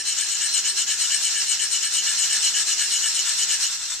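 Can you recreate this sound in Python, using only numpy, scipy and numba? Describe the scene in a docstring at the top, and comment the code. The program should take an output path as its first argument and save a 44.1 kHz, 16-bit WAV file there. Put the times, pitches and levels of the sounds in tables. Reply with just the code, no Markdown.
"""A metal rod rasps to and fro over the ridges of a sand funnel, about eight strokes a second.
Each ridge gives a click and a scrape that ring the funnel; a bright ring slides as the rod travels.
Four people are laying a sand picture in a quiet hall. The nearest stops near the end; a second, duller
funnel and two far ones rasp on, each at its own pace, over a faint ventilation hum."""
import sys
import numpy as np
from scipy import signal
from scipy.fft import rfft, irfft
from scipy.io import wavfile
from numba import njit

SR = 44100
rng = np.random.default_rng(int(sys.argv[2]) if len(sys.argv) > 2 else 0)


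def file_out(sig):
    """Save sig as 16-bit WAV at sys.argv[1]."""
    # one column per channel
    cols = np.atleast_2d(sig).T
    # limit, then scale
    lim = np.clip(cols, -1, 1)
    pcm = np.round(lim * 32767).astype(np.int16)
    wavfile.write(sys.argv[1], SR, pcm)


N = 176400
TIME_S = np.arange(N) / SR


def from_db(db):
    """Decibels to gain."""
    return 10 ** (np.asarray(db) / 20)


def colour(x, spectrum):
    """Zero-phase filter through (frequency [Hz], gain [dB]) points."""
    hz, db = np.transpose(spectrum)
    bins_hz = np.maximum(np.arange(N + 1) * SR / (2 * N), 1)
    gain = from_db(np.interp(np.log(bins_hz), np.log(hz), db))
    return irfft(rfft(x, 2 * N) * gain, 2 * N)[..., :N]


def resonance(x, hz, width_hz):
    """Two-pole band-pass, unity peak gain."""
    r = np.exp(-np.pi * width_hz / SR)
    feedback = [1, -2 * r * np.cos(2 * np.pi * hz / SR), r * r]
    return signal.lfilter(np.array([1, 0, -1]) * (1 - r * r) / 2, feedback, x + 1e-18)


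@njit
def sliding_resonance(x, w, r):
    """Two-pole band-pass: moving centre w [rad/sample], pole radius r."""
    y = np.zeros(len(x))
    for i in range(2, len(x)):
        y[i] = (1 - r * r) / 2 * (x[i] - x[i - 2]) + 2 * r * np.cos(w[i]) * y[i - 1] - r * r * y[i - 2]
    return y


def steep_mode(x, hz, width_hz):
    """Two sliding resonances in series, each width_hz wide."""
    w, r = 2 * np.pi * hz / SR, np.exp(-np.pi * width_hz / SR)
    return sliding_resonance(sliding_resonance(x + 1e-18, w, r), w, r)


def highpass(x, hz):
    """Fourth-order Butterworth."""
    return signal.sosfilt(signal.butter(4, hz, "high", fs=SR, output="sos"), x)


def ridges(speed, peak_per_s):
    """Rod crossing ridges: a click and a short scrape each, denser and harder with speed (0 to 1)."""
    jitter_ridges, spread_db, scrape_s, click_share = .07, 1, .00076, .35
    travel_ridges = np.cumsum(np.sqrt(speed) * peak_per_s / SR)
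    offset, strength = rng.standard_normal((4000, 2)).T
    hits = np.searchsorted(travel_ridges, np.arange(len(offset)) + jitter_ridges * offset)
    clicks = np.zeros(N + 1)   # last slot takes the ridges never reached
    clicks[hits] = from_db(spread_db * np.clip(strength, -2, 1.5))
    clicks = clicks[:N]
    scrape_envelope = signal.lfilter([1], [1, -np.exp(-1 / (scrape_s * SR))], clicks + 1e-18)
    scrape = scrape_envelope * rng.standard_normal(N) / 10
    force = speed ** 1.38
    contact = (click_share * clicks + (1 - click_share) * scrape) * force
    return contact * np.sqrt(np.mean(force ** 2) / np.mean(contact ** 2))


def rasp(contact, spectrum):
    """Broadband scraping: random signs whiten the contact, the spectrum shapes it."""
    return colour(contact * rng.choice([-1, 1], N), spectrum)


def near_funnel():
    """The contact point weights the funnel's modes; the rod's ring falls on the push, rises on the pull."""
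    # pull and push in turn: (start [s], level [dB])
    strokes = [(-.075, -1.5), (.04, -3), (.16, -2.5), (.278, -2.5), (.388, -2), (.505, 0), (0.624, -1.5),
               (.747, -3), (.858, -2.5), (.977, -1.5), (1.085, -1), (1.206, -0.5), (1.32, -2.5), (1.45, -1),
               (1.572, -2), (1.689, -1), (1.805, -1.5), (1.914, 0), (2.038, -4.5), (2.156, 0), (2.279, -2),
               (2.396, -0.5), (2.52, -2.5), (2.651, -2), (2.768, -1.5), (2.889, 0), (3.006, -1),
               (3.125, -1), (3.235, -5), (3.356, -1), (3.468, -1.5), (3.59, -3.5)]
    # funnel modes: (frequency [Hz], width [Hz], push level [dB], pull level [dB],
    # extra at far end [dB], extra at middle [dB], drift as the hold changes [dB/s])
    modes = [(1730, 165, -21.5, -9, -1, -2.5, -0.16), (2270, 113, -18.5, -16, 2, 2, -0.27),
             (2967, 232, -7.5, -7, 3, -0.5, 0), (4105, 197, -5, -7, -2.5, -3.5, -1.5),
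             (5507, 150, -4, -2.5, -4.5, -11, 0), (5660, 370, -17.5, -24, 15, -21, 1),
             (6916, 360, -4, -6, 0, -2, 0.5), (8056, 190, -14, -14.5, -1, 9, -0.5),
             (8417, 200, -7, -5, 0.5, -0.5, -0.9), (10870, 126, -23.5, -25, 2, 1.5, 1)]
    # rasp beneath the modes: (frequency [Hz], gain [dB])
    rasp_spectrum = [(600, -62), (1300, -52), (2500, -38), (4800, -37), (6300, -24), (8800, -18),
                     (9800, -40), (14000, -35.5)]
    stop_s, grip_detune = 3.705, .0036
    push_lead, pull_lead = .05, .08   # top speed comes early, in strokes
    rod_near_hz, rod_far_hz = 8810, 6885
    starts_s, stroke_db = np.transpose(strokes)
    swing = np.interp(TIME_S, np.append(starts_s, stop_s), np.arange(len(starts_s) + 1))
    stroke = np.minimum(swing.astype(int), len(starts_s) - 1)
    pushing = stroke % 2 == 1
    swing += np.where(pushing, push_lead, pull_lead) * np.abs(np.sin(np.pi * swing))
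    speed = np.abs(np.sin(np.pi * swing))
    contact = ridges(speed, peak_per_s=350) * from_db(stroke_db[stroke])
    place = np.tanh(2.36 * np.cos(np.pi * swing))   # -1 near end, +1 far end
    body = 0
    for hz, width_hz, push_db, pull_db, far_db, middle_db, db_per_s in modes:
        place_db = far_db * place + middle_db * (1 - place ** 2)
        level_db = np.where(pushing, push_db, pull_db) + place_db + db_per_s * TIME_S
        grip = 1 + grip_detune * np.interp(TIME_S, starts_s, rng.standard_normal(len(starts_s)))
        body += steep_mode(contact * from_db(level_db), hz * grip, width_hz)
    rod_hz = rod_near_hz + (rod_far_hz - rod_near_hz) * (1 + place) / 2
    rod_ring = from_db(-5.5) * steep_mode(contact, rod_hz, width_hz=670)
    return body + rod_ring + rasp(contact, rasp_spectrum)


def second_funnel():
    """Coarser, duller rasp: the rod bites at mid-push and glides back lightly."""
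    # middle of each push: (time [s], level [dB])
    bites = [(-.04, -29), (0.189, 0), (0.431, -5), (0.579, -2.5), (.8, -1), (1.08, 0.5), (1.309, -2.5),
             (1.531, -1.5), (1.76, -2.5), (2.1, 0.5), (2.391, 0), (2.621, 2), (2.82, -1), (3.05, 1),
             (3.28, 3.5), (3.499, -2), (3.705, -2), (3.916, 1)]
    # funnel modes: (frequency [Hz], width [Hz], level [dB])
    modes = [(1060, 35, -33), (1424, 110, -23), (3590, 77, -15), (5570, 69, -14)]
    # rasp: (frequency [Hz], gain [dB])
    rasp_spectrum = [(500, -63), (1300, -35), (1800, -28.5), (2500, -34), (3600, -33), (4800, -26),
                     (6000, -23.5), (8000, -13), (9300, -35), (14000, -42)]
    return_db = -4
    bite_s, bite_db = np.transpose(bites)
    end_s = 2 * bite_s[-1] - bite_s[-2]
    cycle = np.interp(TIME_S, np.append(bite_s, end_s), np.arange(len(bite_s) + 1))
    velocity = np.cos(2 * np.pi * cycle)
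    level_db = np.interp(TIME_S, bite_s, bite_db) + return_db * (velocity < 0)
    contact = ridges(np.abs(velocity), peak_per_s=290) * from_db(level_db)
    rings = sum(from_db(db) * resonance(contact, hz, width_hz) for hz, width_hz, db in modes)
    return rings + rasp(contact, rasp_spectrum)


def far_funnels():
    """Two rods, each rasping at its own unsteady pace and ringing its own funnel."""
    # rods: (pace [strokes/s], peak ridge rate [1/s], level [dB])
    rods = [(7.7, 330, 1.5), (9.4, 420, 6.5)]
    # modes, dealt to the two in turn: (frequency [Hz], width [Hz], level [dB])
    modes = [(5390, 190, -19.5), (4238, 134, -19.5), (2785, 86, -20), (7560, 160, -18.5), (5630, 89, -21),
             (6140, 250, -22), (6960, 77, -10.5), (10950, 58, -29.5)]
    # rasp of both: (frequency [Hz], gain [dB])
    rasp_spectrum = [(400, -51.5), (750, -44.5), (1100, -40), (1650, -31), (2100, -35), (3500, -31),
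                     (4800, -30), (5600, -27.5), (7800, -20.5), (9300, -38.5), (14000, -50)]
    # joint envelope: (time [s], level [dB])
    envelope = [(0, -2), (.5, -1), (1, 0), (1.4, 0), (1.8, -1.5), (2.4, 2.5), (3.1, -0.5), (3.6, 2),
                (3.76, -4.5), (3.92, -3.5), (4, -10.5)]
    min_speed = .4   # turns too quick for the rods to rest
    pair = 0
    for k, (strokes_per_s, ridges_per_s, rod_db) in enumerate(rods):
        turns_s = np.cumsum(rng.uniform(.9, 1.1, size=80)) / strokes_per_s - 1 - rng.random()
        swing = np.interp(TIME_S, turns_s, np.arange(len(turns_s)))
        speed = np.maximum(np.abs(np.sin(np.pi * swing)), min_speed)
        contact = ridges(speed, ridges_per_s) * from_db(rod_db)
        pair += rasp(contact, rasp_spectrum)
        for hz, width_hz, db in modes[k::len(rods)]:
            pair += from_db(db) * resonance(contact, hz, width_hz)
    return pair * from_db(np.interp(TIME_S, *np.transpose(envelope)))


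def reflections(x, t60_s):
    """Dense echoes: x through two independent, unit-energy decaying noise tails."""
    tails = rng.standard_normal((2, SR)) * from_db(-60 * TIME_S[:SR] / t60_s)
    tails /= np.sqrt(np.sum(tails ** 2, axis=1, keepdims=True))
    return signal.fftconvolve(x[None], tails, axes=1)[:, :N]


def in_hall(x, direct_db, hall_db):
    """Direct sound, scatter off floor and bodies, and hall tail; left and right differ in the treble."""
    direct = from_db(direct_db) * x
    direct_right = direct - 2 * resonance(direct, hz=4720, width_hz=750)   # all-pass
    scatter = from_db(-6.5) * highpass(reflections(direct, t60_s=.04), hz=5240)
    mid, side = reflections(from_db(hall_db) * x, t60_s=.37)
    tail = mid + highpass(side, hz=3040) * [[1], [-1]]
    return np.array([direct, direct_right]) + scatter + tail


def ventilation():
    """Soft air rumble, a steady fan tone and a wavering hum that fades near the end."""
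    # hall noise common to both sides: (frequency [Hz], gain [dB])
    mid_spectrum = [(20, -61), (50, -54), (70, -40), (130, -47.5), (320, -45.5), (500, -56), (1000, -45.5),
                    (4000, -75)]
    # hall noise opposed between sides: (frequency [Hz], gain [dB])
    side_spectrum = [(20, -47), (60, -46), (150, -59), (400, -50), (1000, -107)]
    # narrow noise bands of the hum: (frequency [Hz], width [Hz], gain [dB])
    hum_bands = [(255, 22, -45), (383.7, 8, -32)]
    # hum envelope: (time [s], level [dB])
    hum_envelope = [(0, 2), (2.9, 1.5), (3.501, 1), (3.7, -24)]
    fan_hz, fan_db = 74.4, -69.5
    mid, side, drive = rng.standard_normal((3, N))
    hum = sum(from_db(db) * resonance(drive, hz, width_hz) for hz, width_hz, db in hum_bands)
    hum *= from_db(np.interp(TIME_S, *np.transpose(hum_envelope)))
    fan = from_db(fan_db) * np.sin(2 * np.pi * fan_hz * TIME_S)
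    return fan + hum + colour(mid, mid_spectrum) + colour(side, side_spectrum) * [[1], [-1]]


def scene():
    """Two funnels close by, two heard mostly by way of the hall, over the ventilation."""
    # shading of the funnels on the right: (frequency [Hz], gain [dB])
    right_shade = [(1100, -1), (2000, 0), (3000, 2), (4150, 1.5), (5400, 4), (6400, -2.5), (7400, -20.5),
                   (8500, -15.5), (11000, -9.5), (13000, -48)]
    near = in_hall(near_funnel() + second_funnel(), direct_db=0, hall_db=-16)
    far = in_hall(far_funnels(), direct_db=-8, hall_db=0)
    left, right = near + far * from_db([[-1], [1]])   # far pair slightly right
    return from_db(-2) * np.array([left, colour(right, right_shade)]) + ventilation()


def record(dry):
    """Steep elliptic low-pass."""
    cutoff_hz = 14250
    return signal.sosfilt(signal.ellip(12, .2, 90, cutoff_hz, fs=SR, output="sos"), dry)


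dry = scene()
out = record(dry)
file_out(out)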